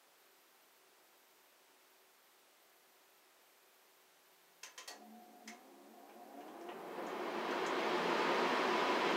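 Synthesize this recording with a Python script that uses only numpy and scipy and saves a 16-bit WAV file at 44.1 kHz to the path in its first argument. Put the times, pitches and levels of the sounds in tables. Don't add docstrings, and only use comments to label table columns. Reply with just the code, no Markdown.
import sys
import numpy as np
from scipy import signal
from scipy.fft import rfft, irfft
from scipy.io import wavfile
from scipy.ndimage import uniform_filter1d

SR = 44100
rng = np.random.default_rng(int(sys.argv[2]) if len(sys.argv) > 2 else 0)


def persist_wave(psi):
    counts = np.round(np.clip(psi, -1, 1) * 32767).astype(np.int16)
    wavfile.write(sys.argv[1], SR, np.atleast_2d(counts).T)


N = 403956
TIME, FREQS = np.arange(N) / SR, np.fft.rfftfreq(N, 1 / SR)

# t/s, speed/(turns a second)
FAN_SPEED = [(4.88, 5.8), (5.1, 6.1), (5.25, 6.75), (5.33, 8.1), (5.45, 9.0), (5.51, 9.8), (5.72, 11.4),
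             (5.86, 11.8), (5.99, 14.7), (6.19, 19.5), (6.355, 23.5), (6.69, 29.6), (6.85, 34.2),
             (6.98, 39.3), (7.8, 67), (8.15, 76), (8.62, 82.5), (9.16, 84)]
FAN_START_S, FAN_FADE_IN_S = FAN_SPEED[0][0], 0.13
# f/Hz, width/Hz, boost/dB
HOUSING_RESONANCES = [(220, 20, 19), (279, 22, 8), (346, 25, 6), (440, 20, 9), (520, 18, 12), (566, 20, 6),
                      (708, 34, 19.5), (765, 30, 7), (814, 26, 13)]


def amp(db):
    return 10 ** (np.asarray(db) / 20)


def unit(x):
    return x / np.sqrt(np.mean(x ** 2) + 1e-20)


def colour(points, hz):
    f, value = np.transpose(points)
    return np.interp(np.log(hz + 1), np.log(f + 1), value)


def bumps(resonances, hz):
    return sum(db * np.exp(-np.log(2) * (2 * (hz - f) / width) ** 2) for f, width, db in resonances)


def drift(rate_hz):
    return unit(irfft(rfft(rng.standard_normal(N)) / (1 + (FREQS / rate_hz) ** 4), N))


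def noise(spectrum_db, size=N):
    return unit(irfft(rfft(rng.standard_normal(size)) * amp(spectrum_db), size))


def ramp(start_s, rise_s):
    return np.clip((TIME - start_s) / rise_s, 0, 1)


def standing_waves(hz, spacing_hz):
    knots = np.arange(0, SR / 2, spacing_hz)
    return unit(np.interp(hz, knots, rng.standard_normal(SR)[:len(knots)]))


def fan_speed(t=TIME):
    return np.interp(t, *np.transpose(FAN_SPEED))


def growth(full_db, knee_speed, power):
    shortfall = np.sqrt(1 + (knee_speed / fan_speed()) ** (2 * power))
    return amp(full_db) / shortfall * ramp(FAN_START_S, FAN_FADE_IN_S)


def background(air_db=-67.8, thin_hz=14000, thin_db=-79.5, dip_db=-7.0, drone_hz=166, drone_db=-89.5):
    # f/Hz, level/dB
    air_spectrum = [(20, -32), (100, -28.5), (150, -20), (250, -11.5), (370, -4), (450, -5.5), (750, -4.5),
                    (1300, -7), (2500, -10), (5000, -14), (9000, -17.5), (15500, -19)]
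    # f/Hz, level/dB
    faint_tones = [(377, -85.5), (8000, -93.5), (10000, -94), (12000, -94)]
    dipped = (TIME + .02) % .812 < .19
    thin_gain = amp(thin_db + dip_db * uniform_filter1d(1. * dipped, size=900))
    thin_tone = thin_gain * (1 + .3 * drift(60)) * np.sin(2 * np.pi * thin_hz * TIME)
    faint = sum(amp(db) * (1 + 0.31 * drift(2.2)) * np.sin(2 * np.pi * hz * TIME)
                for hz, db in faint_tones)
    drone_swell = np.exp(-((TIME - 4.52) / .33) ** 2)
    drone = amp(drone_db) * drone_swell * np.sin(2 * np.pi * drone_hz * TIME)
    return amp(air_db) * noise(colour(air_spectrum, FREQS)) + np.sqrt(2) * (thin_tone + faint + drone)


def metal_click(level_db, bass_db, treble_db, top_db, pitch_hz, pitch_db, snap_s=0.003, rise_s=0.0018):
    # f/Hz, width/Hz, boost/dB
    panel_resonances = [(1021, 25, 13), (1701, 21, 14.5), (1910, 42, 10), (2200, 98, 5.5), (2560, 190, 2.5),
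                        (3320, 110, -1), (3500, 68, -16), (4500, 76, 0), (6150, 51, 11.5), (6300, 390, 1.5)]
    # f/Hz, time to fade by 60 dB/s
    fade_times = [(200, 0.75), (1000, 0.52), (2100, 0.28), (5600, 0.22), (14000, 0.14)]
    # f/Hz, relative level/dB, time to fade by 60 dB/s
    panel_tones = [(1017, -19, .42), (1846, -13, .24), (2620, -16, .3), (3219, -14, .24), (6310, -20, .24)]
    size = 2 ** 15
    age, hz = np.arange(size) / SR, np.fft.rfftfreq(size, 1 / SR)
    # f/Hz, level/dB
    shape = [(70, bass_db - 50), (190, bass_db - 19), (370, bass_db), (600, bass_db),
             (1350, bass_db / 2 - 0.5), (1900, -0.16), (3200, -1), (4200, treble_db / 2 - 4.5),
             (6500, treble_db), (8500, (treble_db + top_db) / 2 - 1), (13000, top_db)]
    struck_part_db = bumps([(pitch_hz, 0.14 * pitch_hz, pitch_db)], hz)
    peaks_db = bumps(panel_resonances, hz) + struck_part_db + 2 * standing_waves(hz, 87.2)
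    steady = noise(colour(shape, hz) + peaks_db, size)
    band_hz, t, bands = signal.stft(steady, SR, nperseg=256)
    fade = np.exp(-np.log(1000) * t / colour(fade_times, band_hz)[:, None])
    ring = signal.istft(bands * fade, SR, nperseg=256)[1][:size]
    for tone_hz, db, fade_s in panel_tones:
        tone = np.sin(2 * np.pi * (tone_hz * age + rng.random()))
        ring += amp(db - max(bass_db, 0)) * np.exp(-np.log(1000) * age / fade_s) * tone
    snap = 1 + 0.39 * np.exp(-age / snap_s)
    attack = 1 - np.exp(-age / rise_s)
    return amp(level_db) * ring * snap * attack


def relays_and_valve():
    # t/s, level/dB, bass at 600 Hz/dB, treble at 6.5 kHz/dB, top at 13 kHz/dB,
    # the struck part's f/Hz, its boost/dB
    strikes = [(4.631, -45.5, -6.5, 1.5, -16, 2020, 1.8), (4.777, -45.5, -6.5, 1.5, -18, 3170, 7.6),
               (4.876, -43, 2, 6.5, -7.5, 4330, 11), (4.905, -56, 12, -10, -15, 835, 3.5),
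               (5.475, -47.5, -5, 2.5, -16.5, 2150, 6.2)]
    return [(start_s, metal_click(*strike)) for start_s, *strike in strikes]


def shaft_tone(turns, cycles_per_turn):
    flutter = 1 + .25 * drift(16)
    return np.sqrt(2) * flutter * np.sin(2 * np.pi * (cycles_per_turn * turns + rng.random()))


def fan_motor(blades=12, wobble=0.0031, pull_db=-73.5, blade_db=-53.5):
    multiples = [18, 24, 30, 36, 48, 60, 72]
    levels = [-3, 1, 0.5, -0.5, 0.5, -12, -3]
    # f/Hz, gain/dB
    housing_gain = [(100, -58), (190, -12.5), (235, -1), (350, -4.5), (470, -11), (620, -5), (780, -3.5),
                    (870, -10), (1000, -8), (1150, -21), (2500, -38), (6000, -42)]
    speed = fan_speed()
    turns = np.cumsum(speed * (1 + wobble * drift(14))) / SR
    doublings = np.log2(speed / FAN_SPEED[0][1])
    pull = amp(pull_db + 3 * doublings) * ramp(FAN_START_S, FAN_FADE_IN_S)
    shake = pull * sum(amp(db) * shaft_tone(turns, k) for k, db in zip(multiples, levels))
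    blade_swell = np.exp(-(np.log2(speed / 34.6) / 0.51) ** 2)
    shake += amp(blade_db) * blade_swell * shaft_tone(turns, blades)
    hz = abs(np.fft.fftfreq(2 ** 14, 1 / SR))
    log_gain = np.log(amp(colour(housing_gain, hz) + bumps(HOUSING_RESONANCES, hz)))
    housing_ring = np.fft.ifft(np.exp(np.conj(signal.hilbert(log_gain)))).real[:len(hz) // 2]
    whistle = growth(full_db=-45.5, knee_speed=74, power=12) * shaft_tone(turns, blades)
    return signal.oaconvolve(shake, housing_ring)[:N] + whistle


def fan_rumble(bearing_db=-66.5, housing_share=.35):
    # f/Hz, level/dB
    rumble_spectrum = [(60, -35), (150, -24), (230, -3.5), (400, -2), (560, -6), (760, -0.5), (900, -10.5),
                       (1100, -19), (1500, -16.5), (4000, -32.5)]
    bearings = amp(bearing_db) * ramp(FAN_START_S, FAN_FADE_IN_S)
    wheel = growth(full_db=-53.5, knee_speed=30.5, power=2.3)
    housing_db = housing_share * bumps(HOUSING_RESONANCES, FREQS)
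    return np.hypot(bearings, wheel) * noise(colour(rumble_spectrum, FREQS) + housing_db)


def iron_buzz(tones, level_db, mains_hz=60, flutter=0.37):
    buzz = np.zeros(N)
    for multiple, db in tones:
        strength = amp(db) * (1 + flutter * drift(8.8))
        buzz += strength * np.sin(2 * np.pi * (multiple * mains_hz * TIME + rng.random()))
    return np.sqrt(2) * amp(level_db) * buzz


def electric_hum(motor_db=-76.5, surge_db=7.5, surge_s=0.43, coil_db=-77, coil_on_s=5.476, rise_s=0.025):
    # multiple of the supply frequency, relative level/dB
    motor_tones = [(6, -5), (10, -20), (11, -18), (12, 6.5), (13, -7)]
    # multiple of the supply frequency, relative level/dB
    coil_tones = [(6, 7), (16, -2), (18, -1.5), (20, -5), (22, -22)]
    surge = np.exp(-((TIME - FAN_START_S) / surge_s) ** 4)
    motor = iron_buzz(motor_tones, motor_db + surge_db * surge) * ramp(FAN_START_S, rise_s)
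    coil = iron_buzz(coil_tones, coil_db) * ramp(coil_on_s, rise_s)
    return motor + coil


def air_rush(dull_db_per_halving=8, eddy_db=0.63, swell_db=0.15, room_db=1.5):
    # f/Hz, level/dB
    rush_spectrum = [(25, -66), (65, -54), (110, -33.5), (170, -16), (220, -8), (300, -5.5), (365, 2),
                     (500, -2.5), (700, -5), (1000, -1.5), (1350, -8.5), (1850, -9.5), (3200, -15),
                     (3500, -17.5), (4600, -20.5), (6500, -29.5), (10000, -44), (15500, -52)]
    # f/Hz, width/Hz, boost/dB
    duct_resonances = [(175.6, 17, 8), (217, 13, 3.5), (280, 63, 0), (348, 21, 3.5), (469, 11, 1),
                       (573, 16, 2), (702, 12, 3), (1228, 38, 3.5), (1520, 73, 2), (1712, 46, 3.5),
                       (1850, 55, 2), (2188, 120, 2.5), (2610, 96, 2.5), (3250, 51, 4.5), (3160, 36, 1),
                       (3980, 37, 1.5), (4020, 33, 5.5)]
    peaks_db = bumps(duct_resonances, FREQS) + room_db * standing_waves(FREQS, 10)
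    steady = noise(colour(rush_spectrum, FREQS) + peaks_db)
    band_hz, t, bands = signal.stft(steady, SR, nperseg=512, noverlap=384)
    weight = colour([(450, 0.082), (1200, 0.42), (3000, 0.96), (6000, 1.03), (13000, 1.3)], band_hz)
    dulling_db = weight[:, None] * dull_db_per_halving * np.log2(fan_speed(t) / FAN_SPEED[-1][1])
    eddies = uniform_filter1d(rng.standard_normal(bands.shape), size=8, axis=0)
    eddies = unit(uniform_filter1d(eddies, size=12, axis=1))
    air = signal.istft(bands * amp(dulling_db + eddy_db * eddies), SR, nperseg=512, noverlap=384)[1][:N]
    return air * growth(full_db=-34.5, knee_speed=56.7, power=3) * amp(swell_db * drift(3.0))


def ticks_and_flare():
    # t/s, level/dB, treble/dB, f/Hz
    events = [(6.089, -61, -16, 2403), (6.404, -62, -9, 2920), (6.478, -62, -8, 3250),
              (6.61, -62, -6, 5360), (6.687, -48.5, -22, 2800), (6.98, -43.5, -52, 710),
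              (7.065, -58, 4, 6940), (7.507, -49, -7, 4100), (7.661, -47.5, 1, 7440)]
    sounds = []
    for start_s, level_db, treble_db, pitch_hz in events:
        bass_db, top_db = -2.5 - 0.53 * treble_db, treble_db - 21
        sound = metal_click(level_db, bass_db, treble_db, top_db, pitch_hz, pitch_db=7.5)
        sounds.append((start_s, sound))
    return sounds


def scene():
    mix = background() + fan_motor() + fan_rumble() + electric_hum() + air_rush()
    for start_s, click in relays_and_valve() + ticks_and_flare():
        stretch = mix[round(start_s * SR):][:len(click)]
        stretch += click[:len(stretch)]
    return mix[None]


def record(dry):
    low_pass = signal.firwin(511, 15800, window=("kaiser", 9), fs=SR)
    return signal.oaconvolve(dry, low_pass[None], "same")


dry = scene()
out = record(dry)
persist_wave(out)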